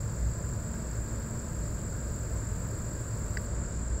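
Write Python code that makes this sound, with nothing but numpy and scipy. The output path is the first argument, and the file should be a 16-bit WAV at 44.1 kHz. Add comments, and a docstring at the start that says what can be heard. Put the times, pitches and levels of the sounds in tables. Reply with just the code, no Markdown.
"""A summer flower bed. From the start, traffic rumbles and an engine drones behind a far insect hiss,
while crickets trill all around, each wing stroke a short falling whistle, and a small katydid rattles
its wings high above them. A dull tap comes early, and leaves brush faintly just before the middle.
Near the end something clicks close by; the katydid stops a moment later and the crickets sing on."""
import sys
import numpy as np
from scipy import signal
from scipy.fft import rfft, irfft
from scipy.io import wavfile
from scipy.ndimage import uniform_filter1d

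SR = 44100
rng = np.random.default_rng(int(sys.argv[2]) if len(sys.argv) > 2 else 0)


def to_wav(sig):
    """Store sig (one row per channel, or 1-D mono) as 16-bit WAV at the path in sys.argv[1].

    Samples outside -1..1 are clipped; the rate is SR.
    """
    pcm = np.clip(np.atleast_2d(sig), -1, 1) * 32767
    pcm = np.round(pcm).astype(np.int16)
    wavfile.write(sys.argv[1], SR, pcm.T)  # frames by channels


N = 176400


def undb(db):
    """Turn decibels into a gain."""
    return 10 ** (np.asarray(db) / 20)


def level(x, db):
    """Set a sound's average (rms) level."""
    return x * undb(db) / np.sqrt(np.mean(x ** 2) + 1e-20)


def gain_curve(t, points):
    """A gain that follows (seconds, dB) points."""
    return undb(np.interp(t, *np.array(points, float).T))


def wander(rate):
    """A smooth random wobble of size near 1, changing about rate times a second."""
    hold = max(int(SR / rate), 1)
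    steps = np.repeat(rng.standard_normal(N // hold + 2), hold)
    return 1.3 * uniform_filter1d(uniform_filter1d(steps, hold), hold)[:N]


def colour(x, points):
    """Filter by an outline of (Hz, dB) points, falling 80 dB an octave beyond its ends."""
    hz, db = np.array(points, float).T
    octave = np.log2(np.maximum(np.fft.rfftfreq(N, 1 / SR), 1))
    knots = np.log2(hz)
    outside = np.abs(octave - np.clip(octave, knots[0], knots[-1]))
    return irfft(rfft(x) * undb(np.interp(octave, knots, db) - 80 * outside), N)


def noise(points, db):
    """Noise shaped by an outline and set to a level."""
    return level(colour(rng.standard_normal(N), points), db)


def tone(hz):
    """A pure tone that follows a moving pitch."""
    return np.sin(2 * np.pi * (np.cumsum(hz) / SR + rng.random()))


def foliage(x, echo_db, decay_s=.023):
    """Leaves and ground scatter a sound into a short, dense echo."""
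    t = np.arange(SR // 4) / SR
    tail = rng.standard_normal(len(t)) * np.exp(-t / decay_s)
    tail /= np.sqrt(np.sum(tail ** 2))
    return x + undb(echo_db) * signal.fftconvolve(x, tail)[:N]


# The road's rumble and the tyres' hiss. Each row: frequency in Hz, relative strength in dB.
RUMBLE_COLOUR = [(12, -21), (20, -9), (48, -0.5), (65, 0), (81, -3), (112, -1.5), (140, -8.5), (226, -12),
                 (258, -18), (594, -18.5), (700, -23.5), (910, -47), (1540, -120)]
TYRE_COLOUR = [(600, -10), (780, -15.5), (880, 2.5), (1050, 0), (1300, 1.5), (1600, 0.5), (2000, -7.5),
               (2500, -12.5), (3100, -18.5), (5000, -20), (9000, -24), (12000, -27), (16000, -22)]
# How the low hum swells. Each row: time in seconds, gain in dB.
HUM_SWELL = [(0, -5), (.3, 5.5), (.55, -6), (.9, 6), (1.3, -10), (1.7, -0.5), (2.5, 1.5), (3.1, -2.5),
             (3.6, 2.5), (4, 5)]

def traffic(t):
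    """A far road rumbles and tyres hiss over a low, swelling hum."""
    rumble = noise(RUMBLE_COLOUR, db=-36) * undb(.4 * wander(2.42))
    tyres = noise(TYRE_COLOUR, db=-51.5) * undb(.9 * wander(2.7))
    hum = tone(hz=60.1 + 1.14 * wander(13)) * undb(2.5 * wander(10))
    return rumble + tyres + level(hum, db=-40.5) * gain_curve(t, HUM_SWELL)


# The engine's tones. Each row: multiple of its turning rate, level in dB.
ENGINE_TONES = [(4.55, -46), (5, -44.5), (6, -51.5), (7, -50.5), (8, -55), (12, -59), (13, -63),
                (14, -61.5), (15, -62)]
# Its one booming tone. Each row: time in seconds, level in dB.
BOOM_LEVEL = [(0, -56), (.45, -54), (.75, -43), (1.0, -50), (1.35, -45.5), (1.7, -55), (3.0, -57),
              (3.7, -52), (4, -55)]

def engine(t):
    """An engine drones in wavering tones at multiples of its turning rate."""
    turn_hz = 22.55 * (1 + .00392 * wander(4))
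    drone = sum(level(tone(k * turn_hz) * undb(3 * wander(9)), db) for k, db in ENGINE_TONES)
    boom = level(tone(10 * turn_hz), db=0) * gain_curve(t, BOOM_LEVEL)
    return drone + boom


# Faint machine tones. Each row: pitch in Hz, level in dB.
WHINES = [(866, -74), (1012, -66), (1608, -68.5)]

def machine_whine():
    """Machines whine, wobbling a little in pitch and loudness."""
    return sum(level(tone(hz + 4 * wander(30)) * undb(2.6 * wander(12)), db) for hz, db in WHINES)


# The far insects' hiss. Each row: frequency in Hz, relative strength in dB.
INSECT_COLOUR = [(3400, -11.5), (4000, -6.5), (4500, 2), (5100, -0.5), (5700, -3.5), (6500, -4)]

def far_insects():
    """Distant insects blur into a flickering hiss."""
    return noise(INSECT_COLOUR, db=-62.5) * undb(.8 * wander(18))


# The sound of brushing leaves. Each row: frequency in Hz, relative strength in dB.
RUSTLE_COLOUR = [(2300, -6), (3700, 0), (4600, -2), (7000, -12)]

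def rustle(t, peak_s=1.795, width_s=.03):
    """Leaves brush together for a moment."""
    return noise(RUSTLE_COLOUR, db=-65) * np.exp(-((t - peak_s) / width_s) ** 2)


# The tap's dull sound. Each row: frequency in Hz, relative strength in dB.
TAP_COLOUR = [(600, -7), (1100, 0), (1550, -5), (2200, -28), (10000, -38)]

def tap(t, start_s=.7402, decay_s=.002):
    """A faint, dull tap: a burst of noise that dies at once."""
    return noise(TAP_COLOUR, db=-39) * (t >= start_s) * np.exp(-np.abs(t - start_s) / decay_s)


# The click and its rebound. Each row: start in seconds, gain in dB.
CLICK_HITS = [(3.3715, -21.5), (3.3756, -36)]
# The tones it rings with. Each row: pitch in Hz, gain in dB, seconds to fade by 60 dB.
CLICK_RING = [(1610, 1, .015), (1734, 0.5, 0.014), (1910, -2.5, 0.015), (2370, -26, 0.0093),
              (4350, -21, 0.0052), (4680, -12, 0.023), (5200, -17, .009)]
# Filters for the snap alone and for the whole click. 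Each row: frequency in Hz, gain in dB.
SNAP_COLOUR = [(1500, 6), (2200, -1), (3000, -16), (4200, -5), (5300, -1), (6200, -16), (10000, -28)]
CLICK_COLOUR = [(1350, -25), (1540, -1), (8000, -2)]

def click(t, attack_s=.00083, snap_decay_s=.0019):
    """Something small and hard hits and rebounds, each time with a dry snap and a brief ring."""
    out = np.zeros(N)
    for start_s, db in CLICK_HITS:
        age = np.maximum(t - start_s, 0)
        ring = sum(undb(ring_db - 60 * age / fade_s) * np.sin(2 * np.pi * hz * age)
                   for hz, ring_db, fade_s in CLICK_RING)
        snap = noise(SNAP_COLOUR, db=-7) * np.exp(-age / snap_decay_s)
        out += undb(db) * (ring + snap) * (1 - np.exp(-age / attack_s))
    return colour(out, CLICK_COLOUR)


# The parts of one wing cycle. Each row: start, peak and end as shares of the cycle,
# level in dB before the echo and swell, outline of (Hz, dB) points.
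WING_PARTS = [ (.03, .1, .24, -73, [(8300, -25), (9350, 0), (9950, -7), (10600, -3), (12000, -14),
              (14000, -25)]), (.43, .47, .6, -71, [(3300, -25), (4100, -1), (5100, 0), (6200, -20)]),
              (.22, .76, .93, -66, [(9500, -22), (11200, -10), (11750, -2), (12000, -11), (12250, 0),
              (12500, -11), (12950, 2), (13300, -3), (14000, -6), (14550, 2), (14950, -3), (15300, 0),
              (15800, -1)])]

def katydid(t, cycles_per_s=27.04, teeth_per_s=14000, stop_s=3.47, rise_db_per_s=.5):
    """Tiny wing teeth strike: each cycle is a short opening scrape, a tick and a long closing rasp."""
    cycle = (cycles_per_s * t + .33) % 1
    rattle = np.zeros(N)
    for start, peak, end, db, outline in WING_PARTS:
        strikes = rng.random(N) < teeth_per_s / SR
        strength = 1 + .56 * rng.standard_normal(N)
        force = np.sqrt(np.interp(cycle, [start, peak, end], [0, 1, 0]))
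        rattle += level(colour(strikes * strength * force, outline), db)
    singing = np.clip((stop_s - t) / .008, 0, 1)
    swell = undb(rise_db_per_s * (t - t.mean()) + .62 * wander(25.2))
    return foliage(rattle * singing, echo_db=-5) * swell


def cricket(strokes_per_s, hz, fall_hz, db, sounding_share=.62):
    """The wing's scraper slows along a row of teeth, so each stroke swells and falls in pitch."""
    cycle = np.cumsum(strokes_per_s * (1 + .012 * wander(30))) / SR + rng.random()
    # Every stroke gets its own loudness and tuning.
    size, tuning = rng.standard_normal((1024, 2))[cycle.astype(int) % 1024].T
    along = np.minimum(cycle % 1 / sounding_share, 1)  # 0 to 1 through a stroke
    tooth_roughness_hz = 129 * wander(1500)
    pitch = hz * (1 + .007 * tuning) - fall_hz * (along - .5) + tooth_roughness_hz
    swell = np.sqrt(np.abs(np.sin(np.pi * along))) * undb(-.5 * size)
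    return level(foliage(swell * tone(pitch), echo_db=-11), db)


# The far crickets' blur. Each row: frequency in Hz, relative strength in dB.
CHORUS_COLOUR = [(6200, -23), (6500, -13), (6900, -12), (7370, 10.5), (7780, 4), (8200, -2.5), (8800, -16)]
# The near crickets. Each row: strokes a second, mid-stroke pitch in Hz, fall per stroke in Hz,
# level in dB halfway through the scene.
NEAR_CRICKETS = [(45.44, 7256, 1150, -52), (62.8, 7480, 400, -57), (79.1, 7620, 640, -58),
                 (54.6, 7450, 380, -57.5), (88.1, 7700, 700, -60.5)]

def crickets(t, rise_db_per_s=.24):
    """One steady whistler, the near singers and a far chorus all slowly grow louder."""
    whistle = tone(hz=7103 + 18 * wander(90)) * undb(1.5 * wander(60))
    near = sum(cricket(*row) for row in NEAR_CRICKETS)
    chorus = noise(CHORUS_COLOUR, db=-52)
    return (level(whistle, db=-58) + near + chorus) * undb(rise_db_per_s * (t - t.mean()))


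def scene():
    """Insects in front, traffic behind and three brief sounds, in one channel."""
    t = np.arange(N) / SR
    insects = far_insects() + crickets(t) + katydid(t)
    background = traffic(t) + engine(t) + machine_whine()
    return (insects + background + click(t) + tap(t) + rustle(t))[None]


def record(dry):
    """Fade the sound in quickly and cut its highest treble."""
    fade_s, top_hz = .004, 15680
    fade_in = np.minimum(np.arange(N) / SR / fade_s, 1)
    treble_cut = signal.ellip(12, .1, 80, top_hz, fs=SR, output="sos")
    return signal.sosfilt(treble_cut, dry * fade_in)


dry = scene()
out = record(dry)
to_wav(out)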